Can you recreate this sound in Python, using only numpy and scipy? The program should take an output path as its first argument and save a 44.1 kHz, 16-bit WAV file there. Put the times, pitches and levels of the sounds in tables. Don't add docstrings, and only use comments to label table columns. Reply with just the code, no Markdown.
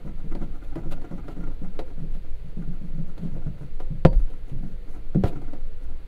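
import sys
import numpy as np
from scipy import signal
from scipy.fft import rfft, irfft
from scipy.io import wavfile
from scipy.ndimage import uniform_filter1d

SR = 44100
rng = np.random.default_rng(int(sys.argv[2]) if len(sys.argv) > 2 else 0)


def waveform_to_disk(signal):
    frames = np.transpose(np.atleast_2d(signal))
    scaled = np.clip(frames, -1, 1) * 32767
    samples = np.round(scaled).astype(np.int16)
    wavfile.write(sys.argv[1], SR, samples)


N = 267755
TIME = np.arange(N) / SR
AFTER = TIME[:SR // 2]


# f/Hz, level/dB
RUB_TONE = [(50, -49), (110, 11.5), (190, 2), (290, 9), (500, -2), (660, -6), (790, -33.5), (1100, -17.5),
            (1400, -49), (1750, -37), (2900, -39), (4400, -41), (5600, -31), (15000, -54)]
def cloth(ring_db=-6, grip_db=5.5, spots=12):
    drift = uniform_filter1d(uniform_filter1d(rng.standard_normal(N), size=700), size=400)
    grip = gain(grip_db * unit_level(drift))
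    motion = 0.43 + speed()
    slips = random_slips(per_s=1800, spread_db=2) * grip * gain(USUAL_PRESS_DB + pressure(TIME)) * motion
    out = through(slips, unit_energy(response(RUB_TONE)))
    place = (TIME * 10).astype(int) % spots
    for spot in range(spots):
        ring = unit_energy(wall_ring(600, 2500, detune=0.019))
        out += through(slips * (place == spot), ring) * gain(ring_db)
    return out


# f/Hz, level/dB
HISS_TONE = [(800, 16.5), (2500, -11.5), (4500, -9), (6500, 4), (8200, -8.5), (10500, 5), (12500, 2),
             (15500, -38)]
def cloth_hiss(level_db=-69, fizz_db=-8, catch_db=2.2, press_share=.15):
    clumps = gain(catch_db * unit_level(uniform_filter1d(rng.standard_normal(N), size=250)))
    threads = unit_level(clumps * random_slips(per_s=5000, spread_db=3))
    hiss = unit_level(through(threads, response(HISS_TONE))) + gain(fizz_db) * threads
    return gain(level_db + press_share * pressure(TIME)) * speed() * hiss


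# t/s, level/dB, length/s
SINGLE_WIPES = [(3.625, 2, .076), (4.198, 4, 0.053), (4.338, -1, .09), (4.495, 3, 0.049), (4.696, -1, 0.13),
                (4.933, 3.5, 0.081), (5.324, -2, 0.061), (5.52, -15, 0.19), (5.835, 2.5, 0.027)]
def speed(first_s=-.045, round_trip_s=.2415, rounds=15, stroke_s=.045, out_db=-1, back_db=-3):
    scrubbing = [(first_s + (k + phase) * round_trip_s, db, stroke_s)
                 for k in range(rounds) for phase, db in [(0, out_db), (.5, back_db)]]
    return sum(swell(*stroke) for stroke in scrubbing + SINGLE_WIPES)


USUAL_PRESS_DB = -55
# t/s, level/dB
HAND_PRESSURE = [(0, -43.5), (.17, -62), (.43, -48), (.57, -56), (.8, -48.5), (1.35, -49), (1.85, -56),
                 (2.35, -66), (2.85, -60), (3.28, -55), (3.75, -65.5), (4.7, -62), (5.12, -59.5),
                 (5.3, -52), (5.55, -41.5), (5.65, -70), (5.88, -51.5), (6.07, -68)]
def pressure(s):
    return np.interp(s, *np.transpose(HAND_PRESSURE)) - USUAL_PRESS_DB


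# t/s, level/dB, f/Hz of the boom
HAND_BUMPS = [(0.048, -34, 170), (0.242, -31.5, 167), (0.41, -29, 170), (0.759, -30, 177),
              (0.855, -31, 138), (0.967, -38, 137), (1.111, -29, 189), (1.366, -32, 184), (1.468, -37, 189),
              (1.616, -31, 184), (1.978, -32.5, 162), (2.021, -28.5, 154), (2.151, -38.5, 175),
              (2.444, -36, 142), (2.57, -27, 171), (2.676, -28, 170), (2.813, -31.5, 178),
              (2.934, -34.5, 171), (2.982, -27, 164), (3.079, -40, 183), (3.195, -33.5, 188),
              (3.231, -24.5, 182.5), (3.329, -32, 142), (3.462, -24, 142), (3.608, -32, 136.6),
              (3.905, -26, 132.5), (4.517, -29, 140), (4.588, -37, 176), (4.634, -28, 167.4),
              (5.354, -33, 131)]
def bumps(boom_db=-2, ring_db=-49, slap_db=-48, drag_s=0.038, fade_s=0.043, usual_db=-30):
    out, pat = np.zeros(N), response(RUB_TONE)
    for s, db, hz in HAND_BUMPS:
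        firm_db = 0.72 * pressure(s) + 0.92 * (db - usual_db)
        force = contact(drag_s, drag=7.1)
        flex = (1 - np.exp(-AFTER / 0.0039)) * fading_note(hz, 0, fade_s)
        boom = strike(contact(drag_s, drag=0.78), flex, db + boom_db)
        ring = strike(force, wall_ring(230, 650, detune=0.02), firm_db + ring_db)
        slap = strike(force, pat, firm_db + slap_db)
        add(out, s, boom + ring + slap)
    return out


# f/Hz, level/dB, time to fade by 60 dB/s
KNOCK_NOTES = [(80, -3, 0.049), (170, 3, 0.022), (360.5, -10, 0.04), (531, -3.5, 0.057), (730, -23, 0.0084),
               (938, -39, 0.14), (1300, -27, 0.0088), (1650, -31, 0.0043)]
# t/s, level/dB
HARD_KNOCKS = [(4.051, 7), (4.0575, -1.5)]
def knocks(crack_db=-23, wall_db=-29):
    out = np.zeros(N)
    part_ring = sum(fading_note(*note) for note in KNOCK_NOTES)
    for s, db in HARD_KNOCKS:
        ring = part_ring + gain(wall_db) * unit_peak(wall_ring(230, 2500))
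        body = through(push(touch_s=0.00026), ring)
        rattle = through(contact(.008, drag=1.2), response(CRACK_TONE))
        crack = strike(rattle, push(touch_s=.00011), crack_db)
        add(out, s, -gain(db) * (body + crack))
    ping = fading_note(hz=4571, db=-54, fade_s=0.41)
    add(out, HARD_KNOCKS[0][0], ping)
    return out


# t/s, level/dB, contact time/s
THUD_PUSHES = [(5.152, -15.5, 0.0038), (5.1585, -12, 0.0023)]
def thud():
    out = np.zeros(N)
    boom = fading_note(hz=165, db=8, fade_s=0.028)
    for s, db, touch_s in THUD_PUSHES:
        add(out, s, -strike(push(touch_s), boom + wall_ring(150, 2500, detune=.01), db))
    return out


# f/Hz, level/dB
CRACK_TONE = [(200, 5), (600, 16.5), (760, 4.5), (1050, 0), (1350, -5.5), (1700, -1), (2100, -5.5),
              (3000, -6.5), (4400, -13), (6000, -20), (15000, -24.5)]
# t/s, hit level/dB, low ring level/dB, treble level/dB
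STEEL_TAPS = [(0.351, -46, -30, -58), (0.756, -43, -30.5, -63), (1.017, -54, -42, -64),
              (1.112, -52, -38, -70), (1.282, -37.5, -42, -67), (1.474, -55, -47, -81),
              (1.791, -30.5, -29.5, -53.5), (3.179, -48.5, -46, -60.5), (3.364, -59, -40, -70),
              (3.608, -57, -43, -77), (3.801, -37, -40.5, -78), (4.129, -41.5, -44, -63),
              (4.301, -62, -46.5, -64.5), (4.496, -58, -53, -65), (5.147, -44.5, -29.5, -78.5),
              (5.237, -23.5, -19.5, -67), (5.255, -33, -35, -59), (5.417, -49, -42, -66),
              (5.533, -44.5, -38.5, -63.5)]
def taps(slip_s=0.012):
    out = np.zeros(N)
    for s, hit_db, ring_db, treble_db in STEEL_TAPS:
        force = contact(slip_s, drag=4.2)
        crack = strike(force, response(CRACK_TONE), hit_db - 4)
        low_ring = strike(force, wall_ring(330, 650), ring_db)
        high_ring = strike(force, wall_ring(650, 2400, detune=0.0083), hit_db - 8)
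        tick = strike(force, response(HISS_TONE), treble_db - 3)
        rasp = strike(force, response(RASP_TONE), treble_db - 1)
        add(out, s, crack + low_ring + high_ring + tick + rasp)
    return out


def snaps(snap_db=-37, bright_tick_db=-50, growth=1.68, band_hz=(1800, 4600)):
    out, band = np.zeros(N), signal.butter(4, band_hz, "band", fs=SR)
    for s, _, _, treble_db in STEEL_TAPS:
        snap = unit_peak(signal.lfilter(*band, contact(.006, drag=2)))
        add(out, s, snap * gain(snap_db + growth * (treble_db - bright_tick_db)))
    return out


# f/Hz, level/dB
RASP_TONE = [(1500, -27.5), (2600, 9), (4400, 1.5), (5200, -11), (7000, -8), (12000, -11.5), (13800, -10),
             (15500, -22)]
# t/s, level/dB, length/s
STEEL_SCUFFS = [(.435, -63, 0.018), (0.645, -61.5, .014), (0.923, -48.5, 0.019), (1.317, -63, 0.029),
                (2.152, -63, 0.027), (3.246, -66, .06), (5.28, -49.5, 0.022)]
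def scuffs(grit_db=2, ring_db=3, rasp_db=1):
    slips = random_slips(per_s=3000, spread_db=2) * sum(swell(*scuff) for scuff in STEEL_SCUFFS)
    tones = [(response(CRACK_TONE), grit_db),
             (wall_ring(650, 2400, detune=0.05), ring_db),
             (response(RASP_TONE), rasp_db)]
    return sum(gain(db) * through(slips, unit_energy(tone)) for tone, db in tones)


# f/Hz, level/dB, time to fade by 60 dB/s
WALL_NOTES = [(140, -4, 0.11), (191.2, -2.5, 0.16), (277, 0.5, 0.054), (347, 3.5, 0.019),
              (433.5, -1, 0.019), (496, -13, 0.18), (506, -35, 0.074), (732, 3, 0.019), (959, -16, 0.059),
              (1220, -4, 0.012), (1350, -7.5, 0.042), (1410, -21, 0.032), (2004, -11.5, 0.019),
              (2904, -11, 0.04), (3850, -15, 0.019), (4190, -26.5, 0.03)]
def wall_ring(low_hz, high_hz, detune=0.021, bass_cut_hz=115):
    ring = np.zeros(len(AFTER))
    for (hz, db, fade_s), shift in zip(WALL_NOTES, rng.standard_normal(len(WALL_NOTES))):
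        if low_hz < hz < high_hz:
            ring += fading_note(hz * (1 + detune * shift), db, fade_s)
    bass_cut = signal.butter(2, bass_cut_hz, "high", fs=SR)
    return signal.lfilter(*bass_cut, ring)


# f/Hz, level/dB
RUMBLE_TONE = [(3, -20.5), (10, 8), (20, 2), (30, -20.5), (48, -12), (65, -26.5), (90, -24.5), (200, -64),
               (600, -110)]
# t/s, level/dB, f/Hz, rise time/s
MIC_JOLTS = [(4.058, -12, 16.9, 0.036), (4.103, -12.5, 22.64, 0.051), (4.155, -11.5, 38, 0.019),
             (5.241, -9, 109, 0.0032)]
def microphone_sway(rumble_db=-24):
    out = noise(RUMBLE_TONE) * gain(rumble_db) * signal.windows.tukey(N, .01)
    for s, db, hz, rise_s in MIC_JOLTS:
        swing = gain(db) * AFTER / rise_s * np.exp(1 - AFTER / rise_s)
        add(out, s, -swing * np.sin(2 * np.pi * hz * AFTER))
    return out


# f/Hz, time to fade by 60 dB/s
ECHO_FADE = [(100, 0.39), (500, 0.22), (1400, 0.087), (4000, 0.093), (12000, 0.11)]
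def echo(x, rise_s=.004):
    hz, t, bands = signal.stft(rng.standard_normal(len(AFTER)), SR, nperseg=256)
    fade = gain(-60 * t / look_up(ECHO_FADE, hz)[:, None])
    tail = signal.istft(bands * fade, SR, nperseg=256)[1][:len(AFTER)]
    tail *= 1 - np.exp(-AFTER / rise_s)
    return through(x, unit_energy(tail))


# f/Hz, level/dB
AIR_TONE = [(30, -21), (100, 8), (170, 19.5), (230, 0.5), (480, 11.5), (700, -2), (1100, -5.5), (2100, -6),
            (3200, -11), (4500, -12.5), (5200, -24), (9000, -24), (15500, -26.5)]
def room_air(level_db=-53):
    return gain(level_db) * noise(AIR_TONE)


def contact(slip_s, drag):
    slips = rng.standard_normal(len(AFTER)) * np.exp(-AFTER / slip_s)
    force = drag * unit_energy(slips)
    force[0] += 1
    return force


def push(touch_s):
    force = np.sin(np.pi * np.minimum(AFTER / touch_s, 1)) ** 2
    return force / force.sum()


def strike(force, ring, db):
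    return unit_peak(through(force, ring)) * gain(db)


def fading_note(hz, db, fade_s):
    return gain(db - 60 * AFTER / fade_s) * np.sin(2 * np.pi * hz * AFTER)


def random_slips(per_s, spread_db):
    size = gain(spread_db * np.minimum(rng.exponential(1, N), 4))
    return unit_level(size * rng.choice([-1, 1], N) * (rng.random(N) < per_s / SR))


def swell(s, db, length):
    return gain(db) * np.exp(-2 * ((TIME - s) / length) ** 2)


def noise(tone):
    shape = gain(look_up(tone, np.fft.rfftfreq(N, 1 / SR)))
    return unit_level(irfft(rfft(rng.standard_normal(N)) * shape, N))


def response(tone, size=4096):
    log_gain = np.log(gain(look_up(tone, abs(np.fft.fftfreq(size, 1 / SR)))))
    spectrum = np.exp(np.conj(signal.hilbert(log_gain)))
    return np.fft.ifft(spectrum).real[:size // 2]


def look_up(table, hz):
    f, value = np.transpose(table)
    return np.interp(np.log(hz + 1), np.log(f + 1), value)


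def through(x, ring):
    return signal.fftconvolve(x, ring)[:len(x)]


def add(mix, s, sound):
    part = mix[max(round(s * SR), 0):][:len(sound)]
    part += sound[:len(part)]


def gain(db):
    return 10 ** (np.asarray(db) / 20)


def unit_level(x):
    return x / np.sqrt(np.mean(x ** 2) + 1e-20)


def unit_peak(x):
    return x / np.sqrt(uniform_filter1d(x ** 2, 256).max() + 1e-20)


def unit_energy(x):
    return x / np.linalg.norm(x)


def scene():
    rubbing = cloth() + cloth_hiss()
    bumping = bumps() + thud()
    tapping = taps() + snaps() + scuffs()
    knocking = knocks()
    cleaning = rubbing + bumping + tapping
    echoes = echo(gain(-8.5) * cleaning + gain(-24) * knocking)
    return (cleaning + knocking + echoes + microphone_sway() + room_air())[None]


def record(dry, ceiling=.72, hardness=6, top_hz=15750):
    squashed = dry / (1 + (dry / ceiling) ** hardness) ** (1 / hardness)
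    treble_cut = signal.firwin(511, top_hz, window=("kaiser", 9), fs=SR)
    return signal.oaconvolve(squashed, treble_cut[None], "same")


dry = scene()
out = record(dry)
waveform_to_disk(out)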